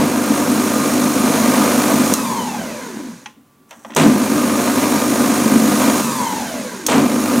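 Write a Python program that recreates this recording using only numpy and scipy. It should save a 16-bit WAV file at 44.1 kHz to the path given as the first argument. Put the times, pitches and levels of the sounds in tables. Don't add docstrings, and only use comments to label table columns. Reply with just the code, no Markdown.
import sys
import numpy as np
from scipy import signal
from scipy.fft import rfft, irfft, next_fast_len
from scipy.io import wavfile
from scipy.ndimage import uniform_filter1d

SR = 44100
rng = np.random.default_rng(int(sys.argv[2]) if len(sys.argv) > 2 else 0)


def to_wav(sig):
    pcm = np.clip(np.atleast_2d(sig), -1, 1) * 32767
    pcm = np.round(pcm).astype(np.int16)
    wavfile.write(sys.argv[1], SR, pcm.T)


N = 326340
TIME = np.arange(N) / SR
MAINS_HZ, FULL_TURNS_PER_S, COMMUTATOR_BARS = 50, 152.5, 18


def from_db(db):
    return 10 ** (np.asarray(db) / 20)


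def rms_one(x):
    return x / np.sqrt(np.mean(x ** 2) + 1e-20)


def at_hz(spectrum, hz):
    f, db = np.transpose(spectrum)
    return np.interp(np.log(np.maximum(hz, 1)), np.log(f), db)


def drift(rate):
    pole = np.exp(-40 * np.pi * rate / SR)
    noise = rng.standard_normal(N // 20 + 4002)
    slow = signal.lfilter([1], [1, -2 * pole, pole * pole], noise)[4000:]
    return np.interp(np.arange(N) / 20, np.arange(len(slow)), rms_one(slow))


def response(spectrum, modes, hz):
    peaks = sum(from_db(db) ** 2 / (1 + (2 * (hz - f) / width) ** 2) ** 2 for f, width, db in modes)
    return from_db(at_hz(spectrum, hz)) * np.sqrt(1 + peaks)


def colour(x, spectrum, modes=()):
    size = 2 * next_fast_len(N // 2 + SR // 4)
    hz = np.arange(size // 2 + 1) * SR / size
    cepstrum = irfft(np.log(rms_one(response(spectrum, modes, hz))))
    cepstrum[1:size // 2] *= 2
    cepstrum[size // 2 + 1:] = 0
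    return irfft(rfft(x, size) * np.exp(rfft(cepstrum)))[:N]


def impacts(per_s, spread_db):
    force = from_db(spread_db * np.minimum(rng.exponential(1, N), 4)) * rng.choice([-1, 1], N)
    return rms_one(force * (rng.random(N) < per_s / SR))


def echoes(x, decay_s):
    age = TIME[:SR // 4]
    walls = rng.standard_normal(len(age)) * np.exp(-age / decay_s) * (age > .002)
    return signal.fftconvolve(x, walls / np.linalg.norm(walls))[:N]


# on t/s, off t/s, extra jolt level/dB, extra brush rub level/dB when coasting
RUNS = [(-0.12, 2.133, 0, -1), (3.96, 6.011, 0.5, 1.8), (6.883, 7.5, -0.7, 0)]
def switch_state():
    runs = np.array(RUNS)
    latest = np.maximum(np.searchsorted(runs[:, 0], TIME, side="right") - 1, 0)
    on, off, jolt_db, rub_db = runs[latest].T
    return np.maximum(TIME - on, 0), np.maximum(TIME - off, 0), jolt_db, rub_db


def rotor_speed(spin_up_s=0.056, friction_turns_per_s2=100, drag_per_s=0.36):
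    speed = np.zeros(N)
    friction = friction_turns_per_s2 / drag_per_s
    for on, off, *_ in RUNS:
        shortfall = FULL_TURNS_PER_S - speed[max(int(on * SR), 0)]
        driven = FULL_TURNS_PER_S - shortfall * np.exp(-np.clip(TIME - on, 0, off - on) / spin_up_s)
        slowed = (driven + friction) * np.exp(-drag_per_s * np.maximum(TIME - off, 0)) - friction
        speed = np.where(TIME >= on, np.maximum(slowed, .01), speed)
    return speed * (1 + 0.000802 * drift(4))


def mains_pulses(depth_db):
    cycle = 2 * np.pi * MAINS_HZ * TIME
    return rms_one(from_db(depth_db * (np.cos(cycle) + 0.29 * np.cos(2 * cycle))))


def driven_gains(since_on, since_off, jolt_db, rise_s=0.0022, fall_s=0.013, recover_s=0.59, throb_hz=9.5):
    gate = np.minimum(since_on / rise_s, 1) * np.exp(-since_off / fall_s)
    jolt = np.exp(-((since_on - 0.026) / 0.13) ** 2)
    moving = 1 - np.exp(-since_on / 0.0086)
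    heave = np.exp(-((since_on - 0.11) / 0.084) ** 2)
    duck = np.exp(-since_on / recover_s)
    unsteady_db = 0.8 * drift(2.9)
    throb_db = 1.6 * np.sin(2 * np.pi * throb_hz * TIME + 2 * drift(2.23))
    rumble = from_db(-15 - 4 * duck + (6.5 + jolt_db) * heave + throb_db) * moving
    rattle = from_db(-20 - 6 * duck + (11.5 + jolt_db) * jolt + unsteady_db)
    sparking = from_db(-23.5 - 8 * duck + (4 + jolt_db) * jolt + unsteady_db / 2)
    return gate * rumble, gate * rattle, gate * sparking


# f/Hz, relative level/dB, phase wander/rad
BUZZ_TONES = [(72, -37.5, 1), (100, -20.5, 0.4), (150.5, -20.5, 0.33), (216, -6.5, 1.83), (248.6, -4, 0.4),
              (272, -8, 2), (299.7, -5.5, 0.4), (350.2, -15.5, 0.5), (371.8, -13, 0.7), (452, -17, 0.43),
              (501.8, -18, 0.81), (570, -16.5, 1.5)]
# f/Hz, level/dB
HOUSING_SPECTRUM = [(25, -62), (60, -50.5), (90, -26), (135, -20), (155, -10), (190, -14.5), (212, 4),
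                    (255, 2), (295, 0.5), (325, -22.5), (370, -6), (420, -20.5), (700, -30.5), (2000, -79)]
def housing(waver_db=1.1):
    buzz = 0
    for hz, db, wander in BUZZ_TONES:
        gain = from_db(db + waver_db * drift(12.5))
        buzz += gain * np.sin(2 * np.pi * hz * TIME + wander * drift(6.85))
    thumps = impacts(per_s=500, spread_db=2) * mains_pulses(depth_db=6)
    return from_db(-0.73) * buzz + from_db(-3) * colour(thumps, HOUSING_SPECTRUM)


# f/Hz, level/dB
LURCH_SPECTRUM = [(25, -48), (60, -34), (110, -33.5), (155, 9.5), (195, -5), (260, 6), (600, -39)]
def lurch(strain):
    knocking = colour(impacts(per_s=500, spread_db=0), LURCH_SPECTRUM)
    return from_db(-8.5) * np.minimum(strain * 12, 1) * knocking


# f/Hz, level/dB
CHATTER_SPECTRUM = [(200, -40.5), (400, -2), (500, 0.5), (600, 1), (720, 2.5), (800, -7), (950, -0.5),
                    (1220, -1.5), (1350, -8.5), (1800, -11.5), (2400, -11.5), (3300, -16.5), (7000, -23.5),
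                    (15000, -40)]
# f/Hz, level/dB
CLATTER_SPECTRUM = [(30, -50), (200, -27), (400, 7), (650, -3.5), (900, 2), (1400, -6), (2400, -6.5),
                    (3700, -9), (5000, -22), (8500, -12), (15000, -50.5)]
# f/Hz, width/Hz, level/dB
BOWL_MODES = [(508, 66, 2), (585, 25, -0.5), (849, 59, 2), (970, 42, -2.5), (1215, 17, 3), (1570, 150, 2.5),
              (2130, 150, -3), (2375, 70, 5)]
def drive_rattle(strain):
    chatter = impacts(per_s=2800, spread_db=2) * mains_pulses(depth_db=1.5) * from_db(0.67 * drift(30))
    blows = impacts(per_s=900, spread_db=0.5)
    running = colour(np.sqrt(1 - strain) * chatter, CHATTER_SPECTRUM, BOWL_MODES)
    starting = colour(np.sqrt(strain) * blows, CLATTER_SPECTRUM)
    return from_db(-0.76) * (running + starting)


# f/Hz, level/dB
HISS_SPECTRUM = [(500, -27.5), (1500, 7.5), (3000, -2), (4100, 2.5), (4800, 0.5), (5700, 2.5), (7500, 2.5),
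                 (10000, 1.5), (12200, -4), (12800, -5), (13500, -6), (14400, -10), (15300, -8),
                 (16000, -10)]
# f/Hz, width/Hz, level/dB
BRUSH_MODES = [(5600, 140, -0.5), (6110, 610, 2), (6725, 310, 7), (8220, 130, 3.5), (9000, 250, 2),
               (9630, 130, -2), (10500, 220, 1), (10920, 270, 5), (11820, 260, 7), (13600, 410, 13)]
def brushes(halvings, turns, sparking, rubbing, dull_hz=6230):
    bars = 1 + 0.17 * np.cos(2 * np.pi * COMMUTATOR_BARS * turns)
    force = from_db(0.5) * rubbing + from_db(-0.15) * sparking * mains_pulses(depth_db=0.94)
    hiss = colour(impacts(per_s=16000, spread_db=1.5) * bars * force, HISS_SPECTRUM, BRUSH_MODES)
    dull = signal.sosfilt(signal.butter(1, dull_hz, fs=SR, output="sos"), hiss)
    brightness = np.exp(-.7 * halvings)
    return brightness * hiss + (1 - brightness) * from_db(4) * dull


# cycles per turn, relative level/dB at full speed, loss/dB per halving of speed
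ROTOR_TONES = [(1, -38, 4), (2, -38, 12), (7, -43, 2.5), (8, -35.5, 1), (9, -36.5, 4), (18, -42.5, 5),
               (27, -39.5, 6), (36, -41, 5.5), (45, -45, 9), (54, -36, 17), (63, -38, 13), (72, -41.5, 7.5),
               (81, -46, 10), (90, -47, 10), (99, -50, 7)]
# f/Hz, level/dB
HOUSING_RESPONSE = [(30, -32), (70, -12), (170, 3.5), (270, 7), (340, 2.5), (440, -1.5), (600, 3), (780, 2),
                    (890, 7), (975, 14.5), (1090, 6.5), (1210, -0.5), (1500, 5.5), (1850, 1.5), (2130, 4),
                    (2380, -3.5), (2630, 6.5), (2800, -5.5), (3050, 6.5), (3220, -5), (3430, 1),
                    (4100, -0.5), (16000, -1.5)]
def whine(speed, halvings, turns, powered, strain, flutter_db=3):
    shaken_turns = turns + 0.0042 * (1 / 8 + powered) * drift(14.7)
    commutator_gain = np.clip((speed - 22) / 36, 0, 1)
    gear_gain = np.clip((speed - 10) / 16, 0, 1) ** 2
    slack_turns = 0.013 * speed / FULL_TURNS_PER_S
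    tones = 0
    for multiple, db, loss_db in ROTOR_TONES:
        gain = from_db(db - loss_db * halvings + flutter_db * drift(30))
        gain *= response(HOUSING_RESPONSE, BOWL_MODES, multiple * speed)
        cycles = multiple * shaken_turns + 0.082 * (1 / 2 + powered) * drift(18.7)
        if multiple < COMMUTATOR_BARS:
            cycles += multiple * slack_turns * drift(50)
            gain *= gear_gain
        else:
            gain *= commutator_gain
        tones += gain * np.sin(2 * np.pi * cycles)
    tones += from_db(-3) * echoes(tones, decay_s=0.033)
    return from_db(powered * (-3 - 7.3 * np.minimum(strain * 25, 1))) * tones


# f/Hz, relative level/dB
HUM_TONES = [(231.5, -60), (1028, -70), (1157, -63.5), (1416, -72.5)]
# f/Hz, level/dB
ROOM_SPECTRUM = [(18, -53), (30, -28), (129, -9), (234, -7), (552, -19), (905, -20), (1140, -21),
                 (1560, -25), (1870, -26), (4780, -32), (15000, -31)]
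def quiet_kitchen():
    hum = sum(from_db(db + 1.5 * drift(5)) * np.sin(2 * np.pi * hz * TIME) for hz, db in HUM_TONES)
    return from_db(-44 - 11) * colour(rng.standard_normal(N), ROOM_SPECTRUM) + from_db(1) * hum


def coasting_gains(since_off, halvings, rub_db, rise_s=0.028):
    gate = np.minimum(since_off / rise_s, 1)
    rolling = gate * from_db(-20.5 - 6.5 * halvings)
    rubbing = gate * from_db(-28.5 + rub_db - 5.5 * halvings)
    return rolling, rubbing


# f/Hz, level/dB
BEARING_SPECTRUM = [(25, -74), (80, -19.5), (150, -11.5), (240, 6), (330, -9.5), (600, -12), (780, -18),
                    (1000, -9.5), (1400, -24), (2200, -24.5), (3500, -31.5), (8000, -41)]
def bearings():
    ticks = impacts(per_s=1500, spread_db=3) * from_db(drift(22))
    return from_db(-0.5) * colour(ticks, BEARING_SPECTRUM, BOWL_MODES)


def hits(rows, spectrum, modes, crack_db, tail_db, tail_s):
    envelope, cracks = np.zeros((2, N))
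    for s, db, fade_s in rows:
        start = round(s * SR)
        age = TIME[:N - start]
        envelope[start:] += from_db(db - 60 * age / fade_s) + from_db(db + tail_db - 60 * age / tail_s)
        cracks[start] = from_db(db + crack_db)
    return colour(cracks + envelope * impacts(per_s=12000, spread_db=0.5), spectrum, modes)


# t/s, level/dB, fade/s
SNAPS = [(2.138, -6.5, 0.02), (3.7095, -35, 0.012), (3.949, -20, 0.01), (3.965, -14.5, 0.033),
         (6.8648, -7.5, 0.028)]
# f/Hz, level/dB
SNAP_SPECTRUM = [(30, -50), (200, -6), (1200, -16), (2800, -14), (3700, -9.5), (4800, -11.5), (6200, -0.5),
                 (7100, -6), (7800, -6), (9200, -6.5), (10300, -15), (11500, -11), (13000, -10.5),
                 (16000, -21)]
# f/Hz, width/Hz, level/dB
SNAP_MODES = [(6670, 330, 3.5), (7660, 300, -6), (9300, 250, -5)]
def switch_snaps():
    return hits(SNAPS, SNAP_SPECTRUM, SNAP_MODES, crack_db=-9, tail_db=-20.5, tail_s=0.4)


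# t/s, level/dB
BOOMS = [(2.955, -28), (3.03, -30), (3.36, -41), (3.595, -44.5), (3.76, -43), (3.85, -37), (3.895, -32)]
def housing_booms(rise_s=0.008, fade_s=0.27):
    envelope = 0
    for s, db in BOOMS:
        age = np.maximum(TIME - s, 0)
        envelope += np.minimum(age / rise_s, 1) * from_db(db - 60 * age / fade_s)
    return colour(envelope * rng.standard_normal(N), HOUSING_SPECTRUM)


# t/s, level/dB, fade/s
KNOCKS = [(3.2592, -24.5, 0.04), (3.709, -35, 0.06), (3.728, -45, 0.048), (3.848, -35, .035),
          (3.905, -37, 0.043), (3.921, -37, 0.017), (3.936, -34, 0.036)]
# f/Hz, level/dB
KNOCK_SPECTRUM = [(60, -20), (220, -3), (480, -15), (720, -16), (880, -3), (1500, 0), (2050, 2), (3300, 3),
                  (4700, -13), (6000, -2), (7200, -18), (8400, -16), (10000, -30), (16000, -39)]
# f/Hz, width/Hz, level/dB
KNOCK_MODES = [(840, 88, 18), (1048, 17, 16), (1385, 40, 11), (1925, 60, 10)]
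def button_knocks():
    return hits(KNOCKS, KNOCK_SPECTRUM, KNOCK_MODES, crack_db=11, tail_db=-18.5, tail_s=0.34)


# f/Hz, level/dB
SLIDE_SPECTRUM = [(30, -40), (300, 1), (1200, 6), (3000, -8), (5100, -15), (5700, 1), (6600, -1),
                  (7200, -4), (8100, -1), (9500, -8), (16000, -13)]
def thumb_slide(start_s=3.68, end_s=3.95, fade_s=0.017):
    envelope = np.clip(np.minimum(TIME - start_s, end_s - TIME) / fade_s, 0, 1)
    return from_db(-50.5) * colour(envelope * impacts(per_s=3900, spread_db=4), SLIDE_SPECTRUM)


# t/s, level/dB, fade/s
THUDS = [(3.714, -40, 0.2), (3.848, -31.5, 0.05), (3.897, -39.5, 0.15)]
# f/Hz, level/dB
THUD_SPECTRUM = [(30, -45), (100, -26), (420, -17), (530, 0), (850, 1), (1150, -2), (1400, -9), (1700, -4),
                 (3000, -26), (8000, -45)]
def thumb_thuds():
    return hits(THUDS, THUD_SPECTRUM, (), crack_db=0, tail_db=-12, tail_s=0.41)


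# f/Hz, relative level/dB
STEREO_WIDTH = [(30, -19), (80, -7), (180, -26), (350, -14.5), (700, -12), (1400, -16.5), (2800, -11.5),
                (4500, -95), (6500, -28.5), (8300, -9.5), (10000, -10), (12000, -31), (16000, -66)]
# f/Hz, level/dB
STEREO_LEAN = [(80, -2.5), (160, -0.5), (215, 0), (280, 1.2), (400, -2), (650, -0.5), (1000, 2.7),
               (1400, -2), (2800, 0.1), (5000, -2.5), (16000, 0)]
def stereo(x):
    size = next_fast_len(N + SR // 2)
    hz = np.arange(size // 2 + 1) * SR / size
    mid = rfft(x, size)
    side = rfft(echoes(x, decay_s=0.007), size) * from_db(at_hz(STEREO_WIDTH, hz) - 2.5)
    lean = from_db(at_hz(STEREO_LEAN, hz) / 2)
    return irfft(np.array([mid * lean + side, mid / lean - side]), size)[:, :N]


def scene():
    since_on, since_off, jolt_db, rub_db = switch_state()
    speed = rotor_speed()
    turns = np.cumsum(speed) / SR
    halvings = np.log2(FULL_TURNS_PER_S / speed)
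    strain = np.clip(1 - speed / FULL_TURNS_PER_S, 0, 1)
    powered = uniform_filter1d((since_off == 0) * 1., size=400)
    rumble, rattle, sparking = driven_gains(since_on, since_off, jolt_db)
    rolling, rubbing = coasting_gains(since_off, halvings, rub_db)
    motor = rumble * (housing() + lurch(strain)) + rattle * drive_rattle(strain)
    motor += brushes(halvings, turns, sparking, rubbing) + rolling * bearings()
    motor += whine(speed, halvings, turns, powered, strain)
    short_sounds = switch_snaps() + button_knocks() + thumb_thuds() + housing_booms() + thumb_slide()
    return stereo(motor + short_sounds + quiet_kitchen())


def record(dry):
    rounded = dry / (1 + dry ** 8) ** (1 / 8)
    return signal.sosfilt(signal.ellip(12, .1, 80, 15850, fs=SR, output="sos"), rounded)


dry = scene()
out = record(dry)
to_wav(out)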